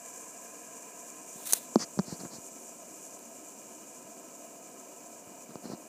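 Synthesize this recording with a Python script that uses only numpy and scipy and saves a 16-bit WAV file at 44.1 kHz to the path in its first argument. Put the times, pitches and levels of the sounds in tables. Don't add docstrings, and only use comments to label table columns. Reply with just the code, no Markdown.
import sys
import numpy as np
from scipy import signal
from scipy.fft import rfft, irfft
from scipy.io import wavfile

SR = 44100
rng = np.random.default_rng(int(sys.argv[2]) if len(sys.argv) > 2 else 0)


def store_wav(level_fs):
    pcm = np.round(np.clip(np.atleast_2d(level_fs), -1, 1) * 32767)
    wavfile.write(sys.argv[1], SR, pcm.T.astype(np.int16))


N = 259308
TIME = np.arange(N) / SR
BIN_HZ = np.maximum(np.fft.rfftfreq(N, 1 / SR), 1)


def from_db(db):
    return 10 ** (np.asarray(db) / 20)


def rms_one(x):
    return x / np.sqrt(np.mean(x ** 2) + 1e-20)


def colour(points):
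    hz, db = np.transpose(points)
    return from_db(np.interp(np.log(BIN_HZ), np.log(hz), db))


def shaped(x, curve):
    return rms_one(irfft(rfft(x) * curve, N))


def butter(x, hz, kind, order=2):
    return signal.sosfilt(signal.butter(order, np.clip(hz, 10, .45 * SR), kind, fs=SR, output="sos"), x)


def grains(per_s, spread_db):
    sizes = from_db(spread_db * np.minimum(rng.exponential(1, N), 5)) * rng.choice([-1, 1], N)
    return rms_one(sizes * (rng.random(N) < per_s / SR))


def struck(modes, t, pitch=1, ring=1):
    return sum(from_db(db - 60 * t / (t60 * ring)) * np.cos(2 * np.pi * hz * pitch * t)
               for hz, db, t60 in modes)


def add(out, start_s, sound):
    at = round(start_s * SR)
    out[at:at + len(sound)] += sound[:N - at]


def waver(rate_hz, depth_db):
    knots = np.arange(0, TIME[-1] + 1, 1 / rate_hz)
    return from_db(depth_db * np.interp(TIME, knots, rng.standard_normal(N)[:len(knots)]))


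def swell(start, end, lateness):
    return np.sin(np.pi * np.interp(TIME, [start, end], [0, 1]) ** lateness)


def whine(hz=12000, level_db=-72):
    return from_db(level_db) * np.sin(2 * np.pi * hz * TIME)


def finger_rubs(fast_rasp_db=-35.5, rasp_db_per_octave=130):
    # start and end in seconds, rumble level in dB, rasp level in dB.
    strokes = [(1.779, 1.853, -44.5, -35.5), (2.034, 2.168, -51, -49.5), (2.188, 2.219, -42, -50.5),
               (2.196, 2.28, -43.5, -62), (2.288, 2.387, -48.5, -52), (5.24, 5.372, -54.5, -77),
               (5.478, 5.536, -49.5, -65), (5.625, 5.685, -44.5, -54.5), (5.671, 5.76, -43, -53)]
    # frequency in Hz, gain in dB.
    rumble_eq = [(30, -38), (100, -9), (150, 6.5), (230, 12), (400, 2.5), (1200, -6.5), (2000, -19.5),
                 (3500, -32), (6000, -28)]
    rasp_eq = [(500, -12), (1050, 2), (1400, -5), (1900, -3.5), (2800, -13), (3900, -13.5), (4500, 4),
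               (5650, 3.5), (6150, 4.5), (7400, -3.5), (9000, -11), (10000, -15), (15000, -41)]
    rumble = shaped(grains(per_s=900, spread_db=3.0), colour(rumble_eq))
    fine_slips = grains(per_s=20000, spread_db=.5)
    out = np.zeros(N)
    for start, end, rumble_db, rasp_db in strokes:
        pitch = 2 ** ((rasp_db - fast_rasp_db) / rasp_db_per_octave)
        rasp = shaped(fine_slips, colour(np.array(rasp_eq) * [pitch, 1]))
        out += swell(start, end, lateness=1.25) * (from_db(rumble_db) * rumble + from_db(rasp_db) * rasp)
    return out


def finger_bumps(firm_contact_hz=1150):
    # start in seconds, level in dB, rebound from 0 (stays on) to 1
    # (springs off), ring-length factor, contact cut-off in Hz.
    hits = [(1.356, -42.5, 0.4, .9, 400), (1.7577, -7.5, 0.99, 1.0, 1125), (1.9746, -32, .1, 1.0, 900),
            (1.9901, -18.5, 0.15, 1.0, 1580), (1.9951, -20.5, 0.22, 1.0, 1450), (2.08, -35, .1, .8, 600),
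            (2.1248, -29, 0, 1.0, 950), (2.234, -37, .4, .8, 650), (2.254, -37, 0.1, 1.0, 450),
            (2.383, -38, .1, 0.57, 450), (4.047, -49, .05, .9, 300), (5.271, -43, 0.1, .9, 450),
            (5.5559, -27, 0.55, 0.19, 1200), (5.655, -36.5, .15, 1.0, 650), (5.699, -30, 0.65, .5, 890),
            (5.719, -32, 0.6, 0.55, 1050), (5.733, -31, 0.47, .9, 720)]
    # frequency in Hz, level in dB, T60 in seconds.
    thud_modes = [(212, 2.5, 0.039), (319, -11, 0.053), (523, -17.5, 0.012), (985, -21, 0.015)]
    tick_modes = [(4600, -7.5, 0.0073), (5430, -2, 0.003), (5870, -16, .003)]
    out, t = np.zeros(N), TIME[:SR // 8]
    tick = butter(struck(tick_modes, t), 3550, "high", order=4)
    tick = butter(tick, 8300, "low", order=4)
    for start, db, rebound, ring, contact_hz in hits:
        pitch = .85 + 0.18 * rebound
        bass_cut_hz = 58 * 2 ** (1.92 * rebound)
        thud = butter(struck(thud_modes, t, pitch, ring), contact_hz, "low", order=5)
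        thud = butter(thud, bass_cut_hz, "high", order=4)
        tick_db = -12 + 12 * np.log2(contact_hz / firm_contact_hz)
        add(out, start, from_db(db) * (thud + from_db(tick_db) * tick))
    return out


def snaps(touches=3, gap_s=.002, loss_db=6, crack_db=-4, tail_db=-5, tail_t60_s=0.014):
    # start in seconds, level in dB.
    hits = [(1.166, -45), (1.457, -33), (1.472, -28.5), (1.508, -31), (1.5243, -14), (1.5336, -6),
            (3.19, -42)]
    # frequency in Hz, level in dB, T60 in seconds.
    crack_modes = [(6210, 0.5, 0.0069), (8200, -14, 0.0072), (10700, 3, 0.0038), (13400, 0, .002)]
    # frequency in Hz, gain in dB.
    tail_eq = [(88, -54.5), (150, -16), (1550, -17.5), (3060, -21.5), (4330, -12.5), (5150, -20.5),
               (6250, -2.5), (7730, -11.5), (8190, -2.5), (10300, -10), (15200, -20)]
    out, t = np.zeros(N), TIME[:SR // 10]
    crack = butter(struck(crack_modes, t), 4600, "high", order=3)
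    tail_noise = shaped(rng.standard_normal(N), colour(tail_eq))
    decay = from_db(-60 * t / tail_t60_s)
    for start, db in hits:
        for touch in range(touches):
            tail = np.roll(tail_noise, rng.integers(N))[:len(t)] * decay
            contact = from_db(crack_db) * crack + from_db(tail_db) * tail
            add(out, start + touch * gap_s, from_db(db - touch * loss_db) * contact)
    return out


def wash_and_scuffs():
    # start and end in seconds, level in dB.
    swells = [(1.305, 1.702, -48.5), (1.456, 1.486, -38), (1.482, 1.526, -36.5), (1.525, 1.593, -40.5)]
    # frequency in Hz, gain in dB.
    noise_eq = [(470, -28.5), (800, -13.5), (1170, -8), (1460, -6), (2990, -6), (3970, 1), (4600, -6.5),
                (8410, 2), (15200, -1)]
    noise = shaped(grains(per_s=20000, spread_db=3.0), colour(noise_eq))
    envelope = sum(from_db(db) * swell(start, end, lateness=1.1) for start, end, db in swells)
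    return noise * envelope


def desk_response(early):
    # frequency and width in Hz, level in dB,
    # extra dB at the early position.
    resonances = [(245, 83, 0, -0.6), (307, 37, 2, -1.3), (380, 27, 1, -2.5), (458, 64, -5.5, 6),
                  (552, 226, -2, -1.5), (685, 99.5, 2, 1.2), (914, 72, -6, -3), (1013.4, 124, -4.5, 5),
                  (1279, 136, -10, 1.2), (1490, 190, -19.5, 0.4), (1650, 198, -14.5, 6.5),
                  (2040, 440, -22.5, 4), (2334, 125, -12.5, 4.5), (2470, 157, -12, 3.5),
                  (2744, 61, -24.5, 12.6), (2867, 340, -16.5, 1.2)]
    # frequency in Hz, gain in dB.
    floor_eq = [(30, -45.5), (60, -43.5), (100, -26.5), (160, -10), (300, -8.5), (800, -31), (2000, -29),
                (3300, -32.5), (5000, -21.5), (9000, -25.5)]
    power = sum(from_db(db + early * extra_db) ** 2 / (1 + (1.49 * (BIN_HZ - hz) / width) ** 2) ** 3
                for hz, width, db, extra_db in resonances)
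    return np.sqrt(power + colour(floor_eq) ** 2)


def race_response():
    # frequency in Hz, gain in dB.
    hiss_eq = [(1880, -55), (3200, -21), (3510, -23), (4320, -27.5), (5360, -14), (6180, -5), (7230, 1.5),
               (8510, -8), (9020, -12), (9950, -12.5), (10700, -16), (11600, -11), (12700, -24),
               (14600, -22), (15200, -20)]
    # frequency and width in Hz, lift in dB.
    rings = [(5870, 105, 6.5), (6240, 88, 4), (6880, 140, 1.5), (7420, 59, 1), (7500, 53, 2),
             (8310, 170, 5.5), (9680, 360, 4.5)]
    lift_db = sum(db / (1 + (2 * (BIN_HZ - hz) / width) ** 2) for hz, width, db in rings)
    return colour(hiss_eq) * from_db(lift_db)


def rotor_wobble(first_hz, last_hz, depth_db):
    turns = np.cumsum(np.linspace(first_hz, last_hz, N)) / SR
    return from_db(depth_db * np.sin(2 * np.pi * (turns + rng.random())))


def spinner(rumble_db=-51.5, hiss_db=-46, hiss_fade_db_per_s=1.43):
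    move_centre_s, move_length_s = 1.54, 0.96
    early_rumble_db, early_hiss_db = 0.4, -2.0
    early = np.clip(.5 + (move_centre_s - TIME) / move_length_s, 0, 1)
    load = rotor_wobble(first_hz=10.0, last_hz=7.8, depth_db=0.53)
    rolling = grains(per_s=5000, spread_db=-1.5) * load
    early_rumble = shaped(rolling, desk_response(early=0.97)) * from_db(early_rumble_db)
    late_rumble = shaped(rolling, desk_response(early=0))
    rumble = early * early_rumble + (1 - early) * late_rumble
    ticking = grains(per_s=26000, spread_db=4.0) * load
    ticking *= waver(rate_hz=40, depth_db=1.5)
    hiss = butter(shaped(ticking, race_response()), 2700, "high")
    hiss_gain = from_db(hiss_db - hiss_fade_db_per_s * TIME + early * early_hiss_db)
    return rumble * from_db(rumble_db) + hiss * hiss_gain


def scene():
    bearing = spinner()
    snap_layer = butter(snaps() + wash_and_scuffs(), 160, "high")
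    return (bearing + snap_layer + finger_bumps() + finger_rubs() + whine())[None]


def record(dry, low_cut_hz=35, high_cut_hz=15400):
    high_cut = signal.ellip(12, .1, 90, high_cut_hz, fs=SR, output="sos")
    return signal.sosfilt(high_cut, butter(dry, low_cut_hz, "high"))


dry = scene()
out = record(dry)
store_wav(out)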